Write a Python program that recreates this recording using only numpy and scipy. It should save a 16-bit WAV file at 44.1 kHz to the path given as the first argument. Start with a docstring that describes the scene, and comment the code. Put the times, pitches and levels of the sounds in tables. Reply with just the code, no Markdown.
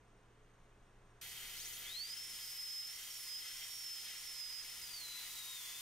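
"""Dental clinic room: ventilation and machines hum; then a suction tip and a water spray start at once,
hissing close to the microphone. The air turbine of a handpiece spins up and whines, sagging whenever
the bur presses on the tooth. Hard surfaces nearby colour the spray and make the gliding whine flutter.
Gentle gain control ducks the hiss under a loud whine."""
import sys
import numpy as np
from scipy import signal
from scipy.fft import rfft, irfft
from scipy.io import wavfile

SR = 44100
rng = np.random.default_rng(int(sys.argv[2]) if len(sys.argv) > 2 else 0)


def transcribe(signal):
    """Save signal, clipped to [-1, 1], as a 16-bit WAV file at the path in sys.argv[1]."""
    frames = np.atleast_2d(signal).T
    limited = np.clip(frames, -1, 1)
    pcm = np.round(limited * 32767).astype(np.int16)
    wavfile.write(sys.argv[1], SR, pcm)


N = 256220
TIME, FREQ = np.arange(N) / SR, np.fft.rfftfreq(N, 1 / SR)


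def gain_of(db):
    """Decibels to amplitude."""
    return 10 ** (np.asarray(db) / 20)


def unit_rms(x):
    """Scale to rms 1."""
    return x / np.sqrt(np.mean(x ** 2) + 1e-20)


def spectrum(points, hz=FREQ):
    """Interpolate points on a log-frequency axis."""
    point_hz, value = np.transpose(points)
    return np.interp(np.log(hz + 1), np.log(point_hz + 1), value)


def follow(rows):
    """Interpolate each column of a time table at every sample."""
    time_s, *columns = np.transpose(rows)
    return [np.interp(TIME, time_s, column) for column in columns]


def wander(cutoff_hz):
    """Low-passed noise, rms 1."""
    return unit_rms(irfft(rfft(rng.standard_normal(N)) / (1 + (FREQ / cutoff_hz) ** 4), N))


def bell(hz, width_hz):
    """Resonance curve, peak 1."""
    return 1 / (1 + (2 * (FREQ - hz) / width_hz) ** 2)


def bump(centre_s, half_s):
    """Gaussian pulse, peak 1."""
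    return np.exp(-((TIME - centre_s) / half_s) ** 2)


def ease(u):
    """Cosine step from 0 to 1."""
    return .5 - .5 * np.cos(np.pi * np.clip(u, 0, 1))


def turbulence():
    """Two independent white noises."""
    return rng.standard_normal((2, N))


def at_ports(drive, colour, band_hz=(0, SR)):
    """Two independent noises blend into one source at two microphone ports; mid rms 1 within band_hz."""
    # likeness of the ports (frequency [Hz], coherence [0-1])
    likeness = [(100, 1), (400, 0.85), (800, 0.63), (3200, 0.94), (4000, 0.33), (5000, 0.63), (6500, 1),
                (7800, 0.38), (9500, 0.79), (11000, 0.23), (12800, 1), (15500, 0.88)]
    # port balance (frequency [Hz], left minus right [dB])
    balance = [(100, 2.5), (450, -2.5), (1000, 0), (2200, -2.5), (3200, 3.5), (4200, -1), (5800, -3),
               (7700, 2.5), (10300, 2), (11500, 0), (12500, -3), (15500, 3)]
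    # port phase (frequency [Hz], left lead [rad])
    lead = [(200, 0.2), (2000, 0.49), (3000, 1.02), (3900, -0.7), (5000, -0.57), (6500, 1.27), (7500, 0.73),
            (9000, 0.69), (10200, -0.35), (10900, -0.4), (12000, -0.21), (15000, -0.1)]
    left, other = rfft(drive)
    apart = FREQ ** 2 / (FREQ ** 2 + 200 ** 2)  # long waves reach both ports alike
    coherence = np.clip(1 - apart * (1 - spectrum(likeness)), 0, 1)
    right = (coherence * left + np.sqrt(1 - coherence ** 2) * other) * np.exp(-1j * apart * spectrum(lead))
    lean = gain_of(apart * spectrum(balance) / 2)
    ports = np.array([left * lean, right / lean]) * colour
    in_band = (FREQ > band_hz[0]) & (FREQ < band_hz[1])
    return irfft(ports, N) / np.std(irfft(ports.mean(0) * in_band, N))


def reflections(x, t60_s):
    """Sparse echoes off nearby hard surfaces, different at each port."""
    delay_s = TIME[:SR // 3]
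    shape = (2, len(delay_s))
    taps = rng.choice([-1., 1.], shape) * (rng.random(shape) < 2000 / SR) * (delay_s > .002)
    taps *= gain_of(-60 * delay_s / t60_s)
    taps /= np.linalg.norm(taps, axis=1, keepdims=True)
    return signal.fftconvolve(x, taps, axes=1)[:, :N]


def room(waver_hz=1):
    """Ventilation rumble, wavering machine hum and thin whistles of escaping air."""
    # ventilation noise (frequency [Hz], density [dB])
    vent_colour = [(8, -14), (22, -2.5), (30, -6.5), (42, -12), (56, -6.5), (85, -18), (130, -19),
                   (170, -15.5), (250, -19), (420, -17), (600, -21.5), (1100, -22), (1700, -24.5),
                   (2100, -28), (3300, -32.5), (5000, -40.5), (8300, -40.5), (9200, -47.5), (11800, -47),
                   (14000, -68)]
    # ventilation, sinking once the drill runs (time [s], level [dB])
    vent_level = [(0, -71), (1.93, -69.5), (2.05, -72), (2.4, -72.5), (2.6, -76.5), (4.4, -76),
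                  (4.85, -73.5), (5.8, -76.5)]
    # machine tones (frequency [Hz], opening level [dB])
    hum_tones = [(24, -70.5), (117.5, -73.5), (419, -83.5), (705, -85.5), (1012, -89.5), (1120, -90)]
    # air leaks (frequency [Hz], width [Hz], level [dB])
    leaks = [(5560, 88, -94), (6460, 150, -91.5), (8680, 130, -93.5)]
    vent_db, = follow(vent_level)
    vent = gain_of(vent_db) * at_ports(turbulence(), gain_of(spectrum(vent_colour)), band_hz=(20, 350))
    hum = whistles = 0
    for hz, db in hum_tones:
        amplitude = np.sqrt(2) * gain_of(db + .5 * wander(9.1))
        hum += amplitude * np.sin(2 * np.pi * np.cumsum(hz + waver_hz * wander(8.2)) / SR)
    hum *= gain_of(vent_db - vent_db[:SR].mean())  # sinks with the rumble
    for hz, width_hz, db in leaks:
        whistles += gain_of(db + wander(4.3)) * at_ports(turbulence(), bell(hz, width_hz))
    return vent + hum + whistles


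def tube_db():
    """Colour the suction tube gives to whatever rushes into it."""
    # pipe resonances and notches (frequency [Hz], width [Hz], lift [dB])
    modes = [(728, 81, 6), (1096, 46, -20), (1433, 110, 2.5), (1494, 38, -7.5), (1598, 42, -8),
             (1730, 120, 2.5), (1756, 29, -12), (1970, 39, 4.5), (2052, 31, 10), (2630, 45, 5.5),
             (2770, 70, 1.5), (2810, 34, 5), (2930, 39, -11), (2980, 68, 12), (3555, 110, 5),
             (3780, 70, 5.5), (3800, 220, -2.5), (4250, 100, 10)]
    return sum(db * bell(hz, width_hz) for hz, width_hz, db in modes)


def suction(rush_trim_db=.03, ring_trim_db=-1.5, gurgle_db=.5):
    """Air rushes through the faintly hooting tube; water passing the hollow tip makes it gulp."""
    # steady draw (time [s], air rush [dB], tip ring [dB])
    draw = [(1.2, -59.5, -59.5), (1.9, -58.5, -57.5), (2.5, -61, -61.5), (3.8, -60.5, -60), (4.7, -60, -66),
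            (5.8, -59, -63.5)]
    # gulps of air (time [s], half length [s], rush lift [dB], ring lift [dB])
    gulps = [(1.44, 0.069, 2.5, 4.5), (1.84, .04, 3.5, 2.5), (2.413, .04, 1.5, 5), (3.034, .05, 0.5, 6.5),
             (3.48, 0.069, 3.5, 6), (3.622, .05, 3.5, 6), (3.965, 0.054, 0, 6.5), (4.089, 0.07, 4.5, 5),
             (5.23, 0.066, 4, 1.5), (5.69, .04, 2.5, 1)]
    # air rush in the tip (frequency [Hz], density [dB])
    rush_colour = [(200, -20), (420, -17.5), (600, -24.5), (750, -14.5), (1000, -12), (1400, -5),
                   (1800, -1.5), (2300, -0.5), (2800, -3.5), (3600, -1.5), (4200, -5.5), (6000, -15.5),
                   (12000, -16)]
    rush_db, ring_db = follow(draw)
    for time_s, half_s, rush_lift_db, ring_lift_db in gulps:
        gulp = bump(time_s, half_s)
        rush_db += rush_lift_db * gulp
        ring_db += ring_lift_db * gulp
    hoot_db = np.interp(TIME, [1.9, 2.4, 5.0, 5.8], [-90, -77.5, -80.5, -71])
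    rush = at_ports(turbulence(), gain_of(spectrum(rush_colour) + tube_db()), band_hz=(1200, 2700))
    rush *= gain_of(rush_db + rush_trim_db)
    ring = gain_of(ring_db + ring_trim_db) * at_ports(turbulence(), bell(hz=3166, width_hz=175))
    hoot = gain_of(hoot_db) * at_ports(turbulence(), bell(hz=1069, width_hz=26))
    return (rush + ring + hoot) * gain_of(gurgle_db * wander(30))


def droplets(per_s, spread_db):
    """Tiny impacts of uneven size at random moments."""
    size = gain_of(spread_db * np.minimum(rng.exponential(1, N), 4))
    return unit_rms(turbulence() * size * (rng.random(N) < per_s / SR))


def spray(jet_trim_db=-1, sputter_db=.72, drops_db=-5, echo_db=-14):
    """The nozzle hisses, mist lands in fizzing droplets, gathered water washes into the suction tip."""
    # spray (time [s], level [dB], mist brightness [dB])
    flow = [(1.24, -57.5, -2), (1.52, -56.5, -1), (1.65, -54, -3), (1.79, -56, -1), (2.05, -55, -4),
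            (2.28, -56, -5), (2.38, -54, -2), (2.55, -55.5, 0), (2.85, -55.5, -4), (3.1, -55, -1.7),
            (3.75, -54, -3.5), (4.5, -56, -4.5), (4.9, -56, -3.5), (5.35, -54, -1.5), (5.8, -53.5, -3.2)]
    # water gathering on the tooth (time [s], wash level [dB])
    wetness = [(1.2, -85), (4.0, -72.5), (4.9, -67), (5.25, -64), (5.8, -63.5)]
    # nozzle hiss (frequency [Hz], density [dB])
    jet_colour = [(1000, -20), (3000, -4.5), (4000, -2), (5000, 4.5), (5350, 0.5), (5750, 4), (6800, 3),
                  (7700, -1.5), (8300, 2), (8900, -1), (9800, 0), (11000, -3.5), (13000, -22),
                  (16000, -11.5)]
    # landing mist (frequency [Hz], density [dB])
    mist_colour = [(5000, -20), (9000, -1.5), (10500, -5), (11800, 3), (13100, 0), (13900, -6),
                   (14500, 0.5), (15000, 0.5), (15700, -9)]
    # water washing over the tooth (frequency [Hz], density [dB])
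    wash_colour = [(500, -40), (750, -12.5), (1050, 4.5), (1500, -10), (2500, -21.5), (4200, -7),
                   (6000, -7.5), (9000, -13)]
    level_db, bright_db = follow(flow)
    wash_db, = follow(wetness)
    impacts = unit_rms(turbulence() + gain_of(drops_db) * droplets(per_s=3000, spread_db=1.5))
    jet = at_ports(turbulence(), gain_of(spectrum(jet_colour)), band_hz=(6000, 9500))
    mist = at_ports(impacts, gain_of(spectrum(mist_colour)), band_hz=(11500, 15500))
    wash = at_ports(turbulence(), gain_of(spectrum(wash_colour) + tube_db()))
    hiss = gain_of(level_db) * (gain_of(jet_trim_db) * jet + gain_of(bright_db) * mist)
    water = (hiss + gain_of(wash_db) * wash) * gain_of(sputter_db * wander(56))
    return water + gain_of(echo_db) * reflections(water, t60_s=.056)


def rotor(start_s=1.388, spin_up_s=.501, free_hz=5537, bite_delay_s=.081):
    """Shaft speed and octave gain: an S-curve spin-up, then each press drags and flares the octave."""
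    # bur on the tooth (start [s], bear down [s], hold [s], release [s], sag [Hz], octave flare [dB])
    presses = [(2.214, .23, .35, .21, 422, -61), (3.12, .2, 0, .4, 479, -60),
               (3.68, 0.34, .06, .18, 365, -60), (4.16, 0.29, .14, .27, 478, -62),
               (4.675, .285, 1, .3, 815, -67), (4.92, 0.16, 1, .3, 706, -76),
               (5.215, .075, 1, .3, 108, -74), (5.355, .1, 1, .3, 155.2, -71),
               (5.52, 0.12, 0, .31, 335, -65)]
    running_s = np.maximum(TIME - start_s, 0)
    speed_hz = free_hz * (1 - np.exp(-(running_s / spin_up_s) ** 2.263))
    octave_gain = gain_of(-74)  # idling
    for touch_s, bear_s, hold_s, release_s, sag_hz, flare_db in presses:
        since_s = TIME - touch_s
        pressure = ease(since_s / bear_s) * (1 - ease((since_s - bear_s - hold_s) / release_s))
        speed_hz -= sag_hz * pressure
        octave_gain += gain_of(flare_db) * bump(touch_s + bite_delay_s, half_s=.095)
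    return speed_hz, octave_gain


def run_up(angle_rad, speed_hz):
    """Blade and bearing overtones zip up through the head's resonances as the rotor gathers speed."""
    # overtones (order [x shaft rate], level [dB])
    overtones = [(3, -61), (4, -66), (5, -53.5), (8, -53)]
    # radiation from the handpiece head (frequency [Hz], gain [dB])
    head = [(3000, -18), (4100, -2), (5000, -3), (6500, 3), (7200, -1), (7900, -14), (10000, -14),
            (11200, 1), (13000, -1), (15500, -3)]
    zips = np.zeros((2, N))
    for order, db in overtones:
        hz = order * speed_hz
        amplitude = gain_of(db + spectrum(head, hz) + 1.5 * wander(90))
        zips += amplitude * (hz < SR / 2) * np.sin(order * angle_rad)
    zips *= np.clip((speed_hz - 200) / 400, 0, 1)  # silent at low speed
    return zips + gain_of(-4) * reflections(zips, t60_s=.06)


def turbine(jitter_hz=8, flutter_db=1.27, sway_db=2.5, lead_rad=.26, whine_trim_db=-.73):
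    """The unbalanced rotor sings once a turn, with an octave as the bur bites and brief glints."""
    # resonances of handpiece and surroundings (speed [Hz], level [dB], left minus right [dB])
    radiation = [(2600, -65, 2), (3520, -58, 6.5), (3850, -50, 6), (3880, -59, -1), (4055, -47, 6),
                 (4220, -46.5, -6), (4740, -46, -1), (4800, -52, 6), (5070, -45.5, -7), (5077, -44, 1),
                 (5170, -50, -5), (5236, -47.5, 2), (5364, -50.5, -11), (5550, -53, -2)]
    # slow swells and fades of the whine (time [s], gain [dB])
    swells = [(2.08, 3), (2.2, 0.5), (2.4, -4), (2.79, 7), (2.93, 0), (3.05, -14), (3.12, -0.5), (3.2, -4),
              (3.33, 1.5), (3.56, -3), (3.92, 3), (4.17, -5), (4.43, 2), (4.8, -7.5), (5.05, -0.5),
              (5.8, 0.5)]
    # third-harmonic glints (time [s], half length [s], level [dB])
    glints = [(2.189, .06, -62), (3.24, .025, -62), (4.86, .064, -65)]
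    speed_hz, octave_gain = rotor()
    swell_db, = follow(swells)
    speeds_hz, levels_db, balances_db = np.transpose(radiation)
    level_db = np.interp(speed_hz, speeds_hz, levels_db) + swell_db + whine_trim_db
    balance_db = np.interp(speed_hz, speeds_hz, balances_db) + sway_db * wander(12)
    sides = np.array([[.5], [-.5]])
    angle_rad = 2 * np.pi * np.cumsum(speed_hz + jitter_hz * wander(36.6)) / SR + sides * lead_rad
    tone = np.sin(angle_rad)
    whine = gain_of(level_db + sides * balance_db + flutter_db * wander(32)) * tone
    octave = octave_gain * gain_of(-2 + 1.9 * wander(30)) * np.sin(2 * angle_rad)
    glint_gain = sum(gain_of(db) * bump(time_s, half_s) for time_s, half_s, db in glints)
    overtones = octave + glint_gain * np.sin(3 * angle_rad)
    # scatter in the spray and late, off-pitch echoes fade less than the whine: most beating when it is weak
    indirect_db = swell_db / 2
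    scatter = gain_of(indirect_db - 64.5) * (wander(45) * tone + wander(45) * np.cos(angle_rad))
    echo_feed = gain_of(indirect_db - 62) * tone + gain_of(-10) * overtones
    at_speed = np.clip((speed_hz - 2600) / 700, 0, 1)  # crossfade from run-up to whine
    echoes = reflections(at_speed * echo_feed, t60_s=.3)
    zips = (1 - at_speed) * run_up(angle_rad, speed_hz)
    return np.sqrt(2) * (at_speed * (whine + overtones + scatter) + echoes + zips)


def scene(onset_s=1.212, rise_s=.0018):
    """The room alone, then suction, spray and turbine."""
    started = np.clip((TIME - onset_s) / rise_s, 0, 1)
    return room() + started * (suction() + spray() + turbine())


def record(dry, threshold_db=-50.5, ratio=1.606, response_hz=14, cutoff_hz=15760):
    """Gentle gain control, then a steep low-pass."""
    pole = np.exp(-2 * np.pi * response_hz / SR)
    power_db = 10 * np.log10(signal.lfilter([1 - pole], [1, -pole], (dry ** 2).mean(0)) + 1e-12)
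    duck_db = np.maximum(power_db - threshold_db, 0) * (1 - 1 / ratio)
    lowpass = signal.firwin(1023, cutoff_hz, window=("kaiser", 8), fs=SR)
    return signal.oaconvolve(dry / gain_of(duck_db), lowpass[None], "same", axes=1)


dry = scene()
out = record(dry)
transcribe(out)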